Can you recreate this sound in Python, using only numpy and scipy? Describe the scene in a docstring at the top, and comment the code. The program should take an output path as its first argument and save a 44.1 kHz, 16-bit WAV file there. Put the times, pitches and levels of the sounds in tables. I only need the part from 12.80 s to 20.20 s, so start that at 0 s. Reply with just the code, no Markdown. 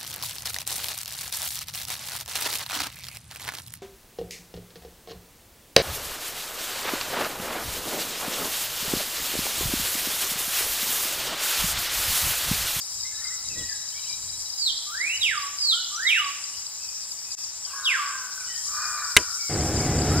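"""A near bird throws long gliding whistles, frequency-swept sines that echo off trees and walls in a quiet yard
in the morning. Far birds glide, roosters crow in hoarse harmonic stacks, a small creature chips on the left,
a cricket trills as a pulsed tone; far insects and microphone hiss are band noise, traffic, leaves and breeze
filtered noise. At an edit, the outdoor sound cuts out abruptly and fades back in. A finger snaps a push switch,
whose housing rings in damped modes; a toy motor with a belt pulley, mixed in at the centre, abruptly rumbles."""
import sys
import numpy as np
from scipy import signal
from scipy.fft import rfft, irfft, next_fast_len
from scipy.io import wavfile
from scipy.ndimage import uniform_filter1d

SR = 44100
rng = np.random.default_rng(int(sys.argv[2]) if len(sys.argv) > 2 else 0)


def makeup_ratio(level_db):
    """Linear amplitude ratio for a level in decibels (20 dB per factor of ten)."""
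    decades = np.asarray(level_db, float) / 20
    return 10 ** decades


def inscribe(sig):
    """Save sig as 16-bit PCM at rate SR to the path in sys.argv[1].

    A 1-D sig is mono; a 2-D sig holds one channel per row.
    Samples are clipped to [-1, 1] before scaling.
    """
    pcm = np.round(np.clip(np.atleast_2d(sig).T, -1, 1) * 32767)
    wavfile.write(sys.argv[1], SR, pcm.astype(np.int16))


N = 326333
T = np.arange(N) / SR
PORT_LAG = 4  # samples between the two microphone ports

# whistle shapes that the near bird's song refers to: since_start_s, pitch_hz, relative_level_db
HIGH_FALL = [(0, 5150, -17), (.025, 4914, -9), (.085, 4244, -3), (.105, 4040, 0), (.142, 3126, -2),
             (.155, 3100, -29)]
RISE = [(0, 1166, -24.5), (.047, 1230, -12), (.1, 1649, -10), (.145, 1988, -0.5), (.2, 2380, -0.5),
        (.283, 2906, -2), (.305, 2990, -5)]
LONG_FALL = [(0, 3903, -25), (.018, 3860, -2), (.03, 3400, 0), (.046, 2943, -1), (.08, 2280, -4),
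             (.112, 1749, -6), (.145, 1250, -12.5), (.18, 1161, -10), (.23, 1130, -14), (.28, 1118, -26)]


def level(x, db):
    """Normalization: scale a signal to an rms level."""
    return x * makeup_ratio(db) / np.sqrt(np.mean(x ** 2))


def shaped(x, points):
    """Linear filtering: weight the spectrum by (hz, gain_db) points joined over log frequency."""
    hz, db = np.transpose(points)
    size = next_fast_len(N)
    f = np.arange(size // 2 + 1) * SR / size + 1
    gain = makeup_ratio(np.interp(np.log(f), np.log(hz), db, -150, -150))
    return irfft(rfft(x, size) * gain, size)[:N]


def walk(rate):
    """Slow random modulation: values held 1 / rate seconds, smoothed twice; spread near 1."""
    hold = int(SR / rate)
    steps = np.repeat(rng.standard_normal(N // hold + 1), hold)
    return 1.3 * uniform_filter1d(uniform_filter1d(steps, hold), hold)[:N]


def curve(table):
    """Linear interpolation of a table's columns over time, after a soft gate that spans its times."""
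    s, *columns = np.transpose(table)
    gate = np.clip(np.minimum(T - s[0], s[-1] - T) / 0.0056, 0, 1)
    return gate, *(np.interp(T, s, column) for column in columns)


def glide(hz):
    """Frequency modulation: phase in radians is the running sum of frequency."""
    return 2 * np.pi * np.cumsum(hz) / SR


def pan(x, db):
    """Level difference between ears: place a sound by its left minus right level."""
    return x * makeup_ratio(np.array([db / 2 + 0 * x, -db / 2 + 0 * x]))


def yard(x, t60, wet_db, apart):
    """Reverberation: dense close echoes of leaves, then a longer wall tail; apart weighs each port's own part."""
    t = np.arange(int(1.5 * SR)) / SR
    shared, left, right = rng.standard_normal((3, len(t))) * makeup_ratio(5.6 * rng.standard_normal((3, len(t))))
    walls = makeup_ratio(-60 * t / t60) * np.clip(t / 0.017, 0, 1)
    leaves = makeup_ratio(7.5 - 60 * t / 0.083)
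    tail = (shared + apart * np.array([left, right])) * (walls + leaves)
    return makeup_ratio(wet_db) * signal.fftconvolve(x, tail / np.sqrt(np.sum(tail ** 2) / 2), axes=1)[:, :N]


def near_bird():
    """Swept near-sines and breath; close echoes interfere with the direct sound and make its level flutter."""
    # whistles: shape, start_s, time_stretch, level_db, extra_start_force_db, left_minus_right_db
    song = [(HIGH_FALL, 1.77, .91, -23.5, 0, -4), (RISE, 2.06, 1.01, -30, 2, -3.5),
            (LONG_FALL, 2.4, 1.04, -24, 1, -4.5), (HIGH_FALL, 2.79, 1.05, -21, 4, -3.5),
            (RISE, 3.11, 1, -26, -2, -2), (LONG_FALL, 3.26, .93, -24, 5, -4.5),
            (LONG_FALL, 5.03, 1.0, -21, -17, -1.5)]
    force_fades_s = .025
    out = breath = 0
    for shape, start, stretch, level_db, force_db, pan_db in song:
        whistle = []
        for s, pitch_hz, shape_db in shape:
            force = force_db * np.exp(-s / force_fades_s)
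            whistle.append((start + stretch * s, pitch_hz, level_db + force + shape_db))
        gate, hz, db = curve(whistle)
        phase = glide(hz * (1 + 0.00601 * walk(200)))
        overtones = sum(makeup_ratio(g_db) * np.sin(k * phase) for k, g_db in [(2, -20), (3, -26), (4, -23.5)])
        out = out + pan(np.sqrt(2) * gate * makeup_ratio(db) * np.sin(phase), pan_db)
        breath = breath + gate * makeup_ratio(db) * walk(1500) * overtones
    breath = shaped(breath, [(1000, -4), (12500, 0), (14000, -10), (16000, -30)])  # air swallows the top
    direct = np.array([np.roll(out[0], PORT_LAG), out[1]])  # from the right
    flutter = makeup_ratio(1.0 + 2.6 * walk(170))  # the interference, drawn as a random level
    echoes = yard(breath[None], 0.72, -2.0, 0.34) + yard(out, 0.82, 0.032, 1.0)
    return flutter * direct + pan(breath, -1.5) + echoes


def far_birds():
    """Frequency glides: short sines sweep linearly in pitch, with a shared warble and a random level."""
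    # calls: start_s, length_s, first_pitch_hz, last_pitch_hz, relative_level_db
    calls = [(.24, 0.077, 2000, 2193, -49), (0.316, 0.096, 1680, 1785, -54), (.4, 0.054, 1810, 1900, -54.5),
             (.44, 0.069, 2050, 2120, -47), (.5, 0.075, 1900, 2100, -50), (.69, 0.074, 2750, 2380, -49),
             (.75, 0.19, 1900, 1952, -50), (.78, 0.032, 3440, 3200, -47), (.8, 0.027, 3180, 2680, -52),
             (.88, 0.09, 1780, 1600, -50), (.97, 0.1, 1615, 1670, -65), (1.12, 0.046, 2900, 3510, -50.5),
             (1.14, 0.054, 2150, 2415, -48.5), (1.18, 0.025, 3400, 2900, -54),
             (1.205, .03, 2900, 3300, -55), (1.255, 0.045, 2900, 3560, -51), (1.23, 0.028, 3020, 2300, -53),
             (1.27, 0.11, 2340, 2427, -53), (2.92, 0.094, 1280, 1492, -42.5),
             (2.96, 0.089, 3030, 2930, -40), (3.15, 0.032, 5950, 5660, -37), (3.73, 0.045, 2790, 3260, -53),
             (3.98, 0.24, 2600, 2470, -57), (4.22, 0.056, 3800, 3360, -62), (4.44, 0.22, 2510, 2610, -59),
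             (4.539, .04, 2430, 1480, -54), (4.58, 0.043, 3800, 3180, -58), (4.84, 0.058, 3300, 2820, -54),
             (4.89, .05, 3000, 2200, -56), (4.91, 0.078, 2650, 2470, -58), (5.012, 0.027, 2920, 3700, -58),
             (5.59, 0.042, 2750, 1950, -54), (5.66, 0.16, 2900, 3260, -52), (5.68, 0.14, 1950, 1762, -51),
             (6.03, 0.038, 2750, 1930, -49), (6.16, 0.03, 2700, 1940, -49), (6.58, 0.16, 2310, 2130, -50.5),
             (6.68, 0.055, 2240, 1980, -47), (6.78, .05, 1900, 2410, -47), (6.98, 0.052, 2130, 2270, -46),
             (7.02, 0.058, 2250, 2030, -46.5), (7.07, 0.098, 2030, 1990, -51), (7.3, .14, 1200, 1610, -43)]
    attack_s = .012
    out = np.zeros(N + SR)
    warble = np.pad(1 + .016 * walk(150), (0, SR))
    for s, length, first_hz, last_hz, db in calls:
        start, count = int(s * SR), int(length * SR)
        phase = glide(np.linspace(first_hz, last_hz, count) * warble[start:][:count])
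        attack = np.minimum(np.arange(count) / SR / attack_s, 1)
        fade = np.sqrt(np.cos(np.linspace(0, np.pi / 2, count)))
        out[start:start + count] += np.sqrt(2) * makeup_ratio(db) * attack * fade * np.sin(phase)
    return pan(out[:N] * makeup_ratio(2.5 * walk(150)), .4)


def crow(start, length, hz, db, open_db):
    """Pitch and level contour: a crow scoops up, holds, sags and fades; the beak opens just after the start."""
    attack_s, release_s, edge_db = .09, .1, -9
    scoop, sag = .08, .09  # pitch shares lost at the start and at the end
    beak_opens_s, beak_shut_db = 0.12, -15
    since, left = T - start, start + length - T
    gate = np.clip(np.minimum(since, left) / .005, 0, 1)
    rise = np.clip(1 - since / attack_s, 0, 1)
    fall = np.clip(1 - left / release_s, 0, 1)
    pitch = hz * (1 - scoop * rise - sag * np.clip(since / length, 0, 1) ** 3)
    shut = np.clip(1 - since / beak_opens_s, 0, 1)
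    return gate, pitch, db + edge_db * (rise + fall), open_db + beak_shut_db * shut


def roosters():
    """Source and filter: subharmonic beats and breath roughen the lower harmonics; the throat colours all."""
    # crows: start_s, length_s, pitch_hz, relative_level_db, open_beak_upper_harmonics_db
    crows = [(0.359, 0.25, 695, -56.5, -6), (4.861, 0.64, 542.6, -45, 2.5), (5.46, 0.23, 514.5, -56.5, 8.5),
             (5.861, .47, 614.3, -41.5, 3.5), (5.9, 0.68, 491.2, -50, 4.5)]
    # throat resonances: frequency_hz, gain_db
    throat = [(400, -55), (650, -18), (900, -15.5), (1050, -2), (1300, 4), (1550, 1), (1850, -12.5),
              (2100, -24), (2450, -9), (3000, -45)]
    out = 0
    for row in crows:
        gate, hz, db, open_db = crow(*row)
        phase = glide(hz * (1 + .009 * walk(40)))
        # uneven beats, four and two cycles long, add side lines
        hoarse = .85 + .7 * np.sin(phase / 4 + 1.5 * walk(50)) + .45 * np.sin(phase / 2 + 1.5 * walk(50))
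        hoarse = hoarse + .65 * walk(500)  # breath
        for k in range(1, 6):
            harmonic = gate * makeup_ratio(db + open_db * (k > 2)) * np.sin(k * phase)
            out = out + harmonic * (hoarse if k < 4 else 1)
    return pan(shaped(out, throat), -0.15)


def chips():
    """Time and level difference: falling 14 ms chips from the left; fainter neighbours chip at random."""
    # the near creature's chips: centre_s
    chip_times = [.019, .21, .236, .445, .474, .688, .898, .929, 1.09, 1.301, 1.332, 1.504, 1.704, 1.74,
                  1.925, 1.98, 2.177, 2.215, 2.377, 2.433, 2.58, 2.625, 2.787, 3.047, 3.235, 3.448, 3.643,
                  3.868, 4.091, 4.319, 4.521, 4.645, 4.854, 5.056, 5.265, 5.762, 5.882, 6.056, 6.249, 6.32,
                  6.435, 6.511, 6.611, 6.742, 6.81, 6.971, 7.007, 7.19, 7.22, 7.381]
    chip_db, scatter_db = -30, 0.5
    neighbours_db, neighbours_per_s = -40.5, 14
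    count = int(.014 * SR)
    chip = np.hanning(count) * np.sin(glide(np.linspace(5050, 4600, count)))
    neighbours = rng.random(N) < neighbours_per_s / SR
    train = neighbours * makeup_ratio(neighbours_db + 3.0 * rng.standard_normal(N))
    near = (np.array(chip_times) * SR).astype(int)
    train[near] = makeup_ratio(chip_db + scatter_db * rng.standard_normal(len(chip_times)))
    x = signal.fftconvolve(train, level(chip, 0), "same")
    return np.array([x, makeup_ratio(-7) * np.roll(x, PORT_LAG)])  # later and weaker at the right port


def switch():
    """Modal ringing: a snap and its bounces crack and ring the housing; a thud in the frame stops short."""
    # snap and bounces: start_s, ring_db, crack_db
    snaps = [(6.3658, -15, 1), (6.3676, 1.5, -15), (6.37, -4, 0.5), (6.3723, -10, -9.5), (6.378, -11, -21)]
    # modes of the housing: frequency_hz, relative_level_db, t60_s
    housing = [(430, -17, 0.084), (990, -17, 0.16), (1614, -8, 0.037), (2050, -0.5, 0.029),
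               (2390, -19, 0.043), (2420, -10, 0.045), (3020, -3.5, 0.026), (3800, -23, 0.054),
               (4330, -34, 0.045), (4540, -41, 0.13), (5350, -33, 0.12), (5730, -26, 0.072),
               (5860, -39, 0.062), (7350, -49, 0.13), (7800, -53, 0.3), (10020, -52, 0.085),
               (10280, -41, 0.058), (10200, -36, 0.053)]
    thud_db, thud_t60_s, thud_s = -18.5, 0.12, 0.075
    t = np.arange(SR // 4) / SR
    ring = sum(makeup_ratio(db) * np.sin(2 * np.pi * hz * t) * makeup_ratio(-60 * t / t60) for hz, db, t60 in housing)
    out = np.zeros(N)
    for s, ring_db, crack_db in snaps:
        decay = makeup_ratio(-60 * t / 0.011) + makeup_ratio(-39.5 - 60 * t / 0.25)
        burst = np.pad(rng.standard_normal(len(t)) * decay, (0, N - len(t)))
        crack = shaped(burst, [(100, -46), (2500, 13.0), (4500, 3), (6500, 1.5), (8800, 1.0), (11000, 4),
                               (12500, -24), (16000, -22)])
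        hit = makeup_ratio(ring_db) * ring / np.abs(ring).max() + makeup_ratio(crack_db) * crack[:len(t)]
        out[int(s * SR):int(s * SR) + len(t)] += hit
    since = T - snaps[0][0]
    thud = shaped(rng.standard_normal(N), [(20, -20), (70, 8), (160, -8), (400, 6), (900, -11), (2000, -3)])
    thud = level(thud, thud_db) * makeup_ratio(-60 * np.abs(since) / thud_t60_s)
    return out + thud * (since > 0) * (since < thud_s)


def motor():
    """Rotating-machine sound: wavering shaft and commutator tones over knocks of belt and loose bearings."""
    # shaft and commutator tones: frequency_hz, relative_level_db
    hum = [(75.4, -31.5), (113.0, -40), (145.3, -33), (328.4, -41.5), (726.7, -39.5), (812.9, -42),
           (979.8, -63)]
    # rumble spectrum: frequency_hz, relative_density_db_per_hz
    rumble = [(12, -44), (20, -11), (54, -8.5), (86, 1), (210, -6), (313, -5), (556, -13.5), (726, -15.5),
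              (1010, -22.5), (1610, -21.5), (1840, -24.5), (3580, -33), (4000, -37.5), (5200, -44),
              (8800, -120)]
    start_s, start_db, growth_db_per_s = 6.695, -26.5, 6.5  # starts abruptly, louder as it spins up
    db = start_db + growth_db_per_s * (T - start_s)
    turns = np.cumsum(1 + .003 * walk(12)) / SR  # wavering time
    tones = 0
    for hz, tone_db in hum:
        waver = makeup_ratio(tone_db + 2.0 * walk(25))
        tones = tones + waver * np.sin(2 * np.pi * hz * turns + 2 * np.pi * rng.random())
    knocks = rng.standard_normal(N) * makeup_ratio(0.79 * walk(300))
    return (T > start_s) * makeup_ratio(db) * (level(tones, -4.5) + level(shaped(knocks, rumble), -1.2))


def cricket():
    """Amplitude modulation: a narrow tone near 4 kHz, left of centre, trills in quick uneven pulses."""
    # trill: time_s, pitch_hz, level_db
    trill = [(0, 3860, -51.5), (1.6, 3910, -48), (2.8, 3953, -51), (3.9, 3960, -56.5), (4.5, 3870, -67),
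             (6.5, 3870, -60.5), (7.4, 3860, -51.5)]
    gate, hz, db = curve(trill)
    phase = glide(hz * (1 + 0.00142 * walk(40)))
    pulses = 1 + 0.41 * np.sin(glide(24 + 5 * walk(7.1)))  # about 24 a second
    x = pan(np.sqrt(2) * makeup_ratio(db + 3.6 * walk(60)) * pulses * np.sin(phase), 4.2)
    return np.array([x[0], np.roll(x[1], PORT_LAG // 2)])


def chorus():
    """Incoherent sum: far insects blur to hiss in flickering bands, leaning left; microphone hiss tops them."""
    # spectra alike (flat microphone hiss above about 12 kHz) and opposite at the two ports:
    # frequency_hz, relative_density_db_per_hz
    alike = [(3400, -56), (3900, -9), (4400, -8), (4700, -1.5), (5500, 1), (5800, -9.5), (6700, -7.5),
             (7000, 2), (7700, 3.5), (8300, -5), (10200, -13.5), (11500, -18.5), (15600, -19.5),
             (16000, -60)]
    opposite = [(3400, -37), (3800, -12), (4300, -23), (4700, -1), (5700, 2.5), (6700, 0), (6950, -6.5),
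                (8100, -19), (8500, -28), (10000, -48)]
    # slow swell, used about its mean: time_s, level_db
    swell = [(0, -41), (1.4, -42), (3.5, -43.5), (4.7, -43.5), (5.67, -42), (5.85, -39.5), (7.4, -39)]
    mid = side = 0
    for hz in 3600 * 2 ** np.arange(0, 2.2, .25):
        band = signal.butter(2, [hz, min(hz * 2 ** 0.28, .45 * SR)], "band", fs=SR, output="sos")
        flicker = makeup_ratio(0.78 * walk(9) + 2.1 * walk(40))
        one, other = signal.sosfilt(band, rng.standard_normal((2, N))) * flicker
        mid = mid + one
        side = side + 0.68 * one + 0.14 * np.roll(one, -2) + other
    db = curve(swell)[1]
    mid, side = level(shaped(mid, alike), -37), level(shaped(side, opposite), -36)
    return makeup_ratio(db - db.mean()) * np.array([mid + side, mid - side])


def air():
    """Broadband noise: distant traffic and leaves, and wind buffeting whose stronger puffs reach higher."""
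    # traffic and leaves: frequency_hz, relative_density_db_per_hz
    distant = [(15, -37), (25, -11), (86, -4), (148, -10.5), (186, -11), (467, -12), (931, -3), (1740, -7),
               (2540, -8.5), (3000, -8), (3700, -5), (4810, -44), (8140, -120)]
    # wind on the microphone: peak_s, half_width_s, peak_db
    puffs = [(.28, 0.33, -57), (.82, .14, -50), (1.42, 0.2, -55.5), (1.93, 0.055, -56.5), (2.5, 0.32, -62),
             (3.81, .1, -58.5), (6.1, 0.28, -58)]
    calm_db, edge_db = -71, -7  # edge: the loss at one half width from the peak
    mid, side = (level(shaped(rng.standard_normal(N), distant), -53.5) for _ in range(2))
    side = shaped(side, [(20, -13), (300, 1.5), (1000, -10.5), (1500, -13.5), (3300, -9.5), (5000, -4)])
    gusts = [top_db + edge_db * np.abs(T - s) / half for s, half, top_db in puffs]
    db = np.max([calm_db + 0 * T] + gusts, axis=0) + 2.4 * walk(8.7)
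    low = level(shaped(rng.standard_normal(N), [(20, -12.0), (70, 0.5), (150, -6.5), (300, -37)]), 0)
    high = level(shaped(rng.standard_normal(N), [(120, -2), (200, -1.5), (600, -12), (1000, -31)]), 0)
    breeze = makeup_ratio(db + 1.8 * walk(25)) * (low + makeup_ratio(db + 46.0) * high)
    return mid + breeze + np.array([[1], [-1]]) * side


def scene():
    """Superposition: at an edit, the outdoor sum cuts out abruptly and fades back in; the rest is central."""
    splice_s, splice_db, fade_in_s = 4.551, -22, .036
    far = far_birds() + roosters()
    far_echoes = yard(far, 1.0, .5, 0.13)
    outdoors = near_bird() + makeup_ratio(2.0) * far + far_echoes + chips() + chorus() + cricket() + air()
    since = T - splice_s
    fade_in = np.where(since > 0, np.clip((since / fade_in_s) ** 2.1, makeup_ratio(splice_db), 1), 1)
    return outdoors * fade_in + switch() + motor()


def top_cut(x):
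    """Nothing passes above the cut-off."""
    return signal.sosfilt(signal.butter(12, 16540, fs=SR, output="sos"), x)


def record(dry):
    """Hard clipping: the snap overloads the converter."""
    mix = np.clip(dry, -1, 1)
    return top_cut(mix)


dry = scene()
out = record(dry)
inscribe(out)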